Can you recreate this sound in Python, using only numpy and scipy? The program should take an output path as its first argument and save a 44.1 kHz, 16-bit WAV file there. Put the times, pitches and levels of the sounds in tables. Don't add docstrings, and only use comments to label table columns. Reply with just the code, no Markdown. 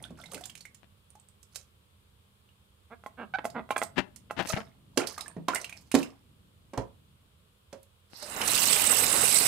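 import sys
import numpy as np
from scipy import signal
from scipy.fft import rfft, irfft, next_fast_len
from scipy.io import wavfile
from scipy.ndimage import uniform_filter1d

SR = 44100
rng = np.random.default_rng(int(sys.argv[2]) if len(sys.argv) > 2 else 0)


def unload_audio(sound):
    columns = np.transpose(np.atleast_2d(sound))
    steps = np.round(np.clip(columns, -1, 1) * 32767)
    wavfile.write(sys.argv[1], SR, steps.astype(np.int16))


N = 417627
T = np.arange(N) / SR

# frequency in Hz, density in dB per Hz.
SPLAT_COLOUR = [(300, -5), (800, -0.5), (2500, 0.5), (8800, 9), (16000, -0.5)]
# frequency in Hz, level in dB, t60 in seconds (taps only).
PHONE_MODES = [(265, 0, 0.05), (700, -4.5, 0.046), (832, -2, 0.042), (1063, -8.5, 0.09),
               (1375, 8.5, 0.0082), (2010, 3, 0.015), (2580, 2, 0.0076), (3260, 1.5, 0.018)]


def from_db(db):
    return 10 ** (np.asarray(db) / 20)


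def rms_one(x):
    return x / np.sqrt(np.mean(x ** 2) + 1e-20)


def in_time(rows):
    s, *columns = np.transpose(rows)
    return [np.interp(T, s, column, left=-120, right=-120) for column in columns]


def at_hz(points, hz):
    points = np.array(points)
    return np.interp(np.log(hz), np.log(points[:, 0]), points[:, 1])


def coloured(x, db_of_hz):
    size = next_fast_len(N)
    hz = np.maximum(np.arange(size // 2 + 1) * SR / size, 1)
    return irfft(rfft(x, size) * from_db(db_of_hz(hz)), size)[..., :N]


def band(x, low_hz, high_hz):
    edges = [low_hz, min(high_hz, .45 * SR)]
    return signal.sosfilt(signal.butter(2, edges, "band", fs=SR, output="sos"), x)


def soft(x, cut_hz):
    r = np.exp(-2 * np.pi * cut_hz / SR)
    return signal.lfilter([(1 - r) ** 2], [1, -2 * r, r * r], x)


def drift(rate):
    r = np.exp(-2 * np.pi * rate * 20 / SR)
    slow = signal.lfilter([1], [1, -2 * r, r * r], rng.standard_normal(N // 20 + 2002))[2000:]
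    return np.interp(np.arange(N) / 20, np.arange(len(slow)), rms_one(slow))


def swells(events_db, rise_db_per_s, fall_db_per_s):
    gain = 0
    for s, db in events_db:
        below_db = np.where(T < s, rise_db_per_s * (s - T), fall_db_per_s * (T - s))
        gain = gain + from_db(db - below_db)
    return gain


def add(out, s, x):
    i = round(s * SR)
    out[i:i + len(x)] += x[:N - i]


def ring(clicks, hz, t60):
    r, w = from_db(-60 / (t60 * SR)), 2 * np.pi * hz / SR
    return signal.lfilter([0, np.sin(w)], [1, -2 * r * np.cos(w), r * r], clicks + 1e-18)


def struck(events, modes, scatter_db, spread_db=0):
    out, rows = 0, np.array(events)
    places = np.round(rows[:, 0] * SR).astype(int)
    chance = rng.standard_normal((len(events), len(modes)))
    for k, (hz, level_db, t60) in enumerate(modes):
        clicks = np.zeros(N)
        away_db = spread_db * np.abs(np.log2(hz / np.abs(rows[:, -1])))
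        clicks[places] = from_db(rows[:, 1] + level_db + scatter_db * chance[:, k] - away_db)
        out = out + ring(clicks, hz, t60)
    return out


def dying_noise(events_db, t60):
    rise_s = 0.0014
    clicks = np.zeros(N)
    clicks[[round(s * SR) for s, db in events_db]] = from_db([db for s, db in events_db])
    fall = signal.lfilter([1], [1, -from_db(-60 / (t60 * SR))], clicks + 1e-18)
    return soft(fall, 1 / (2 * rise_s)) * rng.standard_normal(N)


def stereo_noise(db_of_hz):
    # frequency in Hz, likeness from -1 to 1.
    likeness = [(60, 1), (240, 0.78), (950, -0.15), (3770, -0.19), (15000, 0.16)]

    def share_db(hz, sign):
        return db_of_hz(hz) + 10 * np.log10(1 + sign * np.clip(at_hz(likeness, hz), -.99, .99))

    mid = coloured(rng.standard_normal(N), lambda hz: share_db(hz, 0.85))
    side = coloured(rng.standard_normal(N), lambda hz: share_db(hz, -1))
    return rms_one(np.array([mid + side, mid - side]))


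def bubble(hz, t60, rise):
    life = np.minimum(T[:round(t60 * SR) + 2] / t60, 1)
    return np.sin(2 * np.pi * hz * t60 * life * (1 + rise * life / 2)) * from_db(-60 * life)


def grains(per_s, low_hz, high_hz, cycles, size_db):
    sizes = from_db(size_db * np.minimum(rng.exponential(1, N), 4)) * rng.choice([-1, 1], N)
    born, dealt = rng.random(N) < per_s / SR, rng.integers(0, 16, N)
    out = 0
    for k, hz in enumerate(np.geomspace(low_hz, min(high_hz, .3 * SR), 16)):
        births = sizes * born * (dealt == k)
        out = out + signal.oaconvolve(births, bubble(hz, cycles / hz, .5))[:N]
    return rms_one(out)


def room_air():
    # frequency in Hz, density in dB per Hz.
    air_colour = [(25, -15.5), (85, 8.5), (140, -5.5), (230, -24.5), (450, -11.5), (750, -20), (1100, -13),
                  (1900, -22), (3300, -15.5), (6000, -29.5), (8500, -23), (16000, -31)]
    # frequency in Hz, left over right in dB.
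    air_balance = [(60, -1), (240, -14.5), (950, -2.5), (3770, 4.5), (15000, -8.5)]
    # frequency in Hz, typical rms level in dB.
    hum_lines = [(200, -77.5)]
    # time in seconds, level in dB.
    stir_curve = [(0, -52), (.9, -70), (2.8, -74.5), (3.4, -57.5), (4.6, -59), (7, -64), (8.1, -82.5),
                  (8.5, -57), (9.47, -55)]
    air = stereo_noise(lambda hz: at_hz(air_colour, hz))
    air = coloured(air, lambda hz: at_hz(air_balance, hz) * np.array([[.5], [-.5]]))
    hum = 0
    for hz, db in hum_lines:
        hum = hum + from_db(db + 3.0 + 1.6 * drift(4.8)) * np.sin(2 * np.pi * hz * T)
    flat = stereo_noise(lambda hz: 0 * hz)
    stir = from_db(in_time(stir_curve)[0]) * rms_one(band(flat, 64, 200))
    return from_db(-64.5) * air + hum + stir


def creaks():
    # start in seconds, length in seconds, slips per second, level in dB rms.
    creak_rows = [(0.82, 0.038, 48, -62.5), (3.959, 0.059, 487, -30), (3.981, 0.0026, 410, -28),
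                  (4.397, 0.0029, 300, -36), (4.365, 0.072, 454, -33.5), (4.432, 0.049, 150, -47),
                  (4.524, 0.021, 380, -36), (4.561, 0.024, 250, -37.5), (4.602, 0.02, 100, -45.5),
                  (8.132, 0.0038, 130, -52)]
    out = np.zeros(N)
    for s, length, per_s, db in creak_rows:
        n, count = round(length * SR), max(round(length * per_s), 1)
        place, size, grit = rng.random(64), rng.random(64), rng.standard_normal(4000)
        clicks = np.zeros(n + 400)
        spots = ((np.arange(count) + place[:count]) / count * n).astype(int)
        clicks[spots] = -from_db(-4.5 - 19 * size[:count])
        chatter = 0.00083 * np.sqrt(per_s) * grit[:n]
        clicks[:n] = (clicks[:n] + chatter) * (0.14 + np.hanning(n))
        body = ring(clicks, 2580, .002) + ring(clicks, 1700, .003)
        body = body + .7 * ring(clicks, 900, .005) + .4 * ring(clicks, 300, .012)
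        add(out, s, from_db(db) * body / np.std(body[:max(n, 400)]))
    return soft(out, 8900)


def palm_bumps():
    # time in seconds, level in dB.
    bump_rows = [(3.979, -25), (4.398, -32), (4.538, -16)]
    # frequency in Hz, level in dB, t60 in seconds.
    case_modes = [(137, -2.5, 0.028)]
    return struck(bump_rows, case_modes, scatter_db=3)


def loose_water():
    # time in seconds, fine spray level in dB, slosh level in dB.
    splashes = [(0.0, -71, -50), (0.197, -59, -51), (0.328, -57, -43), (1.555, -51, -64), (4.42, -49, -56),
                (4.501, -40, -36), (4.998, -48, -34.5), (5.081, -46.5, -57.5), (5.198, -72.5, -42),
                (5.547, -50.5, -36.5), (5.77, -56, -65), (5.977, -50, -39.5)]
    rise, spray_fall, slosh_fall = 582, 214, 157.5
    crackle = grains(600 * from_db(8 * drift(25)), 4200, 13000, cycles=14.0, size_db=4.5)
    slosh = grains(260 * from_db(3 * drift(12)), 300, 5000, cycles=26.0, size_db=3.0)
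    slosh = band(slosh, 700, 9000)
    spray_gain = swells([(s, db) for s, db, _ in splashes], rise, spray_fall)
    slosh_gain = swells([(s, db) for s, _, db in splashes], rise, slosh_fall)
    return spray_gain * crackle + slosh_gain * slosh


def drops():
    # time in seconds, drop level in dB, bubble pitch in Hz, bubble over drop level in dB.
    drop_rows = [(0.026, -38, 9100, 3.5), (0.04, -42, 3400, 11.5), (0.051, -40.5, 1450, -3),
                 (0.188, -42, 1370, -3), (0.216, -48, 3420, 5.5), (0.238, -37, 2040, -3.5),
                 (0.259, -38, 3680, 0), (0.317, -31, 9100, -18), (0.335, -34, 8700, 3.5),
                 (0.344, -23, 2680, -14.5), (0.377, -33.5, 1450, -10), (0.409, -31, 700, -12),
                 (0.438, -30.5, 3440, -3.5), (0.456, -25, 7200, -5.5), (0.497, -30.5, 3060, -8),
                 (0.552, -30, 2440, -20), (0.576, -35, 5330, -12), (0.607, -32.5, 4250, -9),
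                 (0.653, -32.5, 2070, -4.5), (0.746, -37, 6950, -8), (1.104, -49, 8950, 6),
                 (1.153, -42.5, 806, -7.5), (1.199, -52.5, 7840, 7), (1.287, -49.5, 8100, 3.5),
                 (1.429, -38.5, 7800, -8), (1.557, -20, 4500, -27), (2.49, -59.5, 2790, 4),
                 (3.501, -36, 4600, -9), (3.78, -23, 8400, 0.5), (3.834, -22.5, 7900, -3),
                 (4.16, -30, 7880, -33), (4.471, -24, 2020, -29), (5.005, -27, 1360, -1.5),
                 (5.071, -16.5, 4660, -9), (5.179, -22.5, 1187, -8.5), (5.208, -20.5, 3750, -11.5),
                 (5.26, -37.5, 1660, -1.5), (5.281, -39.5, 8600, 10.5), (5.535, -32, 1390, 9.5),
                 (5.548, -15.5, 8300, -3), (5.557, -18, 1970, -5.5), (5.614, -27, 5900, -7),
                 (5.644, -23.5, 2650, -6), (5.694, -29, 2400, -12), (5.726, -33, 2380, -0.5),
                 (5.915, -17.5, 2400, -15.5), (5.987, -25.5, 3800, -9.5), (6.029, -24.5, 2580, -6),
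                 (7.83, -45, 10900, -1), (8.225, -23, 575, -15), (8.415, -13.5, 2930, -7),
                 (8.477, -7.5, 7800, -11)]
    broad_db, near_db = -11.5, -14
    out, t = np.zeros(N), T[:SR // 8]
    noise = rng.standard_normal((len(drop_rows), len(t)))
    for (s, level_db, hz, bubble_db), white in zip(drop_rows, noise):
        add(out, s, from_db(level_db + bubble_db) * bubble(hz, 70 / hz, .3))
        near = rms_one(band(white, .7 * hz, 1.6 * hz))
        near = near * from_db(-60 * t / .03) * np.minimum(t / .002, 1)
        add(out, s, from_db(level_db + near_db) * near)
    splats = soft(dying_noise([(row[0], row[1] + broad_db) for row in drop_rows], t60=.035), 12000)
    steady = coloured(rng.standard_normal(N), lambda hz: at_hz(SPLAT_COLOUR, hz))
    return out + coloured(splats, lambda hz: at_hz(SPLAT_COLOUR, hz)) / np.std(steady)


def knocks():
    # time in seconds, level in dB, crack against it in dB before an 8 dB lift, strongest pitch in Hz.
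    knock_rows = [(0.105, -38, -23, 203), (0.341, -34.5, -55, 204), (4.973, -17.5, -3.5, 332),
                  (5.365, -28, -38, 185), (5.482, -22.5, -8, 1030), (5.941, -12, -19, 262),
                  (5.949, -14.5, -9.5, 310), (6.734, -33.5, -17, 545), (6.775, -22.5, -16, 467),
                  (7.727, -38, -9.5, 527)]
    # frequency in Hz, level in dB, t60 in seconds.
    sink_modes = [(165.3, -8, 0.29), (271.4, -11, 0.18), (433, -3.5, 0.13), (547.5, -9, 0.22),
                  (1030, 12, 0.036)]
    # time in seconds, level in dB.
    thud_rows = [(6.776, -13), (7.726, -41.5)]
    cracks = [(s + 0.00055, level_db + crack_db + 8) for s, level_db, crack_db, _ in knock_rows]
    crack = band(dying_noise(cracks, t60=0.03), 660, 8000)
    rumble, t = np.zeros(N), T[:SR // 4]
    noise = rng.standard_normal((len(knock_rows), len(t)))
    for (s, level_db, _, hz), white in zip(knock_rows, noise):
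        lumps = rms_one(band(white, 0.16 * hz, 1.66 * hz))
        lumps = lumps * from_db(-5.0 - 60 * t / 0.12) * np.minimum(t / 0.002, 1)
        add(rumble, s, from_db(level_db) * lumps)
        push = bubble(hz, 7.0 / hz, 0.069)
        add(rumble, s, from_db(level_db - 1.5) * push)
    thud = struck(thud_rows, [(60, -19, .2), (115, -14, .13)], scatter_db=1.0)
    blows = [(row[0] + 0.00314, *row[1:]) for row in knock_rows]
    rings = band(struck(blows, sink_modes, scatter_db=3.0, spread_db=17.0), 140, 5000)
    return from_db(-2.0) * soft(rings, 1320) + crack + band(rumble, 180, 6100) + band(thud, 40, 157.2)


def thumb_taps():
    # time in seconds, level in dB, frequency that rings most in Hz.
    tap_rows = [(3.038, -44, 1110), (3.062, -32.5, 850), (3.444, -27, 500), (3.453, -20.5, 700),
                (3.691, -40, 1000), (3.707, -20, 890), (3.765, -21.5, 1100), (3.817, -21.5, 1300),
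                (3.826, -22, 1140), (4.309, -26.5, 1300)]
    rings = struck(tap_rows, PHONE_MODES, scatter_db=3.0, spread_db=6.0)
    wet = dying_noise([(s, db - 26.0) for s, db, _ in tap_rows], t60=0.079)
    wet = coloured(wet, lambda hz: at_hz(SPLAT_COLOUR, hz))
    return from_db(-1.5) * soft(band(rings, 326, 6400), 2870) + wet


def rubs():
    # start in seconds, length in seconds, first and last slips per second (before the slow
    # gathering of speed), level in dB rms, unevenness from 0 to 1.
    rub_rows = [(2.895, 0.063, 230, 248, -49.5, 0.04), (3.168, 0.096, 295, 170, -43, 0.09),
                (3.337, 0.023, 864, 760, -27.5, 0.04), (3.385, 0.01, 750, 350, -33.5, 0.08),
                (3.538, 0.084, 287, 146, -37.5, 0.14), (3.704, 0.027, 850, 1120, -39.5, 0.05),
                (3.761, 0.031, 1220, 250, -36, 0.46), (4.298, 0.019, 600, 580, -46.5, 0.15),
                (4.5, 0.01, 760, 650, -33, 0), (4.55, 0.056, 190, 237, -38.5, 0.05)]
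    grip_s = 0.0071
    rub_t60_s = .013
    out = np.zeros(N)
    for s, length, first, last, db, uneven in rub_rows:
        n, chance = round(length * SR), rng.standard_normal((3, 6000))
        wobble = uniform_filter1d(chance[0], size=100)[:n] * 10
        gather = 1 - np.clip(140 / first, 0, 1) * np.exp(-T[:n] / grip_s)
        rate = np.linspace(first, last, n) * gather * (1 + uneven * wobble)
        turns = np.cumsum(rate) / SR
        slips = np.diff(np.floor(turns), prepend=0) * from_db(12 * uneven * chance[1, :n])
        chatter = 0.58 * np.sqrt(70 / SR) * chance[2, :n]
        fade = signal.windows.tukey(n, np.clip((240 / first) ** 2, 0, 1))
        kicks = np.pad((slips + chatter) * fade, (0, 800))
        slide = np.minimum(np.arange(len(kicks)) / n, 1)
        voice = 0
        for share, holds in zip((1 - slide, slide), chance[:2, -len(PHONE_MODES):]):
            for (hz, level_db, _), held in zip(PHONE_MODES, holds):
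                mode = ring(kicks * share, hz * (1 + .1 * held), rub_t60_s)
                voice = voice + from_db(level_db + 3 * held) * mode
        voice = soft(soft(band(voice, last, 14000), 4 * first + 900), 9 * first + 900)
        add(out, s, from_db(db) * voice / np.std(voice[:n]))
    return out


def tap():
    # time in seconds, hiss level in dB, gurgle level in dB.
    flow_curve = [(8.1, -72, -70), (8.2, -52.5, -56), (8.3, -45.5, -43.5), (8.42, -39.5, -35.5),
                  (8.52, -24, -35.5), (9.22, -27, -33), (9.32, -24, -38), (9.47, -26.5, -34.5)]
    # frequency in Hz, density in dB per Hz.
    stream_colour = [(40, -12), (150, -8), (270, -4.5), (450, -13), (1000, -3.5), (2600, -4), (4300, -2.5),
                     (6900, -7), (7900, 4.5), (10000, -1.5), (16000, -9.5)]
    # time in seconds, level in dB.
    puffs = [(8.16, -49), (8.23, -43)]
    hiss_db, gurgle_db = in_time(flow_curve)
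    wash = stereo_noise(lambda hz: at_hz(stream_colour, hz))
    together, edges = drift(90), 2000 * 1.16 ** np.arange(15)
    high = 0
    for k in range(14):
        swell_db = 1.8 * together + 3.0 * drift(45) + 2.3 * drift(7)
        high = high + (-1) ** (k + 1) * band(wash, *edges[k:k + 2]) * from_db(swell_db)
    spit = .35 * grains(500, 6000, 11000, cycles=24.0, size_db=4.0)
    spit = spit + .3 * grains(900, 2300, 8500, cycles=40.0, size_db=4.0)
    gurgle = rms_one(band(wash, 55.0, 1800) * from_db(2.0 * drift(25)))
    gurgle = gurgle + 0.47 * grains(830, 405, 2400, cycles=25.0, size_db=3.0)
    whistle = rms_one(band(band(rng.standard_normal((2, N)), 3700, 5870), 3700, 5870))
    whistle_gain = swells(puffs, rise_db_per_s=450, fall_db_per_s=250)
    return from_db(hiss_db) * (rms_one(high) + spit) + from_db(gurgle_db) * gurgle + whistle_gain * whistle


def room(x):
    low_t60_s, treble_t60_s = 0.27, 0.17
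    t = T[:SR // 2]
    noise = band(rng.standard_normal((2, len(t))), 110, 12000)
    low = soft(noise, 2000)
    tail = low * from_db(-60 * t / low_t60_s) + (noise - low) * from_db(-60 * t / treble_t60_s)
    tail = tail * np.minimum(t / 0.0039, 1)
    tail /= np.sqrt(np.sum(tail ** 2, axis=1, keepdims=True))
    return from_db(-7.5) * signal.fftconvolve(x[None], tail, axes=1)[:, :N]


def ports(x, shade):
    # frequency in Hz, level in dB.
    port_shade = [(60, -9.5), (380, -12.5), (1300, -9.5), (2400, -19), (4400, -16.5), (8200, -58),
                  (15000, -21)]
    lag_s = 0.000491

    def gains_db(hz):
        left = from_db(shade * at_hz(port_shade, hz))
        return 20 * np.log10(np.array([2 * left / (1 + left), 2 / (1 + left)]))

    left, right = coloured(x * np.ones((2, 1)), gains_db)
    bass = soft(left, 5800)
    return np.array([bass + np.interp(T - lag_s, T, left - bass), right])


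def scene():
    grip = band(creaks() + palm_bumps(), 67, 15700)
    grip = (grip + from_db(-9.5) * room(grip)) * from_db([[6], [-14]])
    water = loose_water() + drops() + knocks()
    phone = thumb_taps() + rubs()
    near = ports(water + room(water), shade=0.39)
    near = near + ports(phone + from_db(-5.5) * room(phone), shade=0.41)
    return room_air() + grip + near + ports(tap(), shade=0.46)


def record(dry):
    return signal.sosfilt(signal.cheby2(14, 70, 16500, fs=SR, output="sos"), dry)


dry = scene()
out = record(dry)
unload_audio(out)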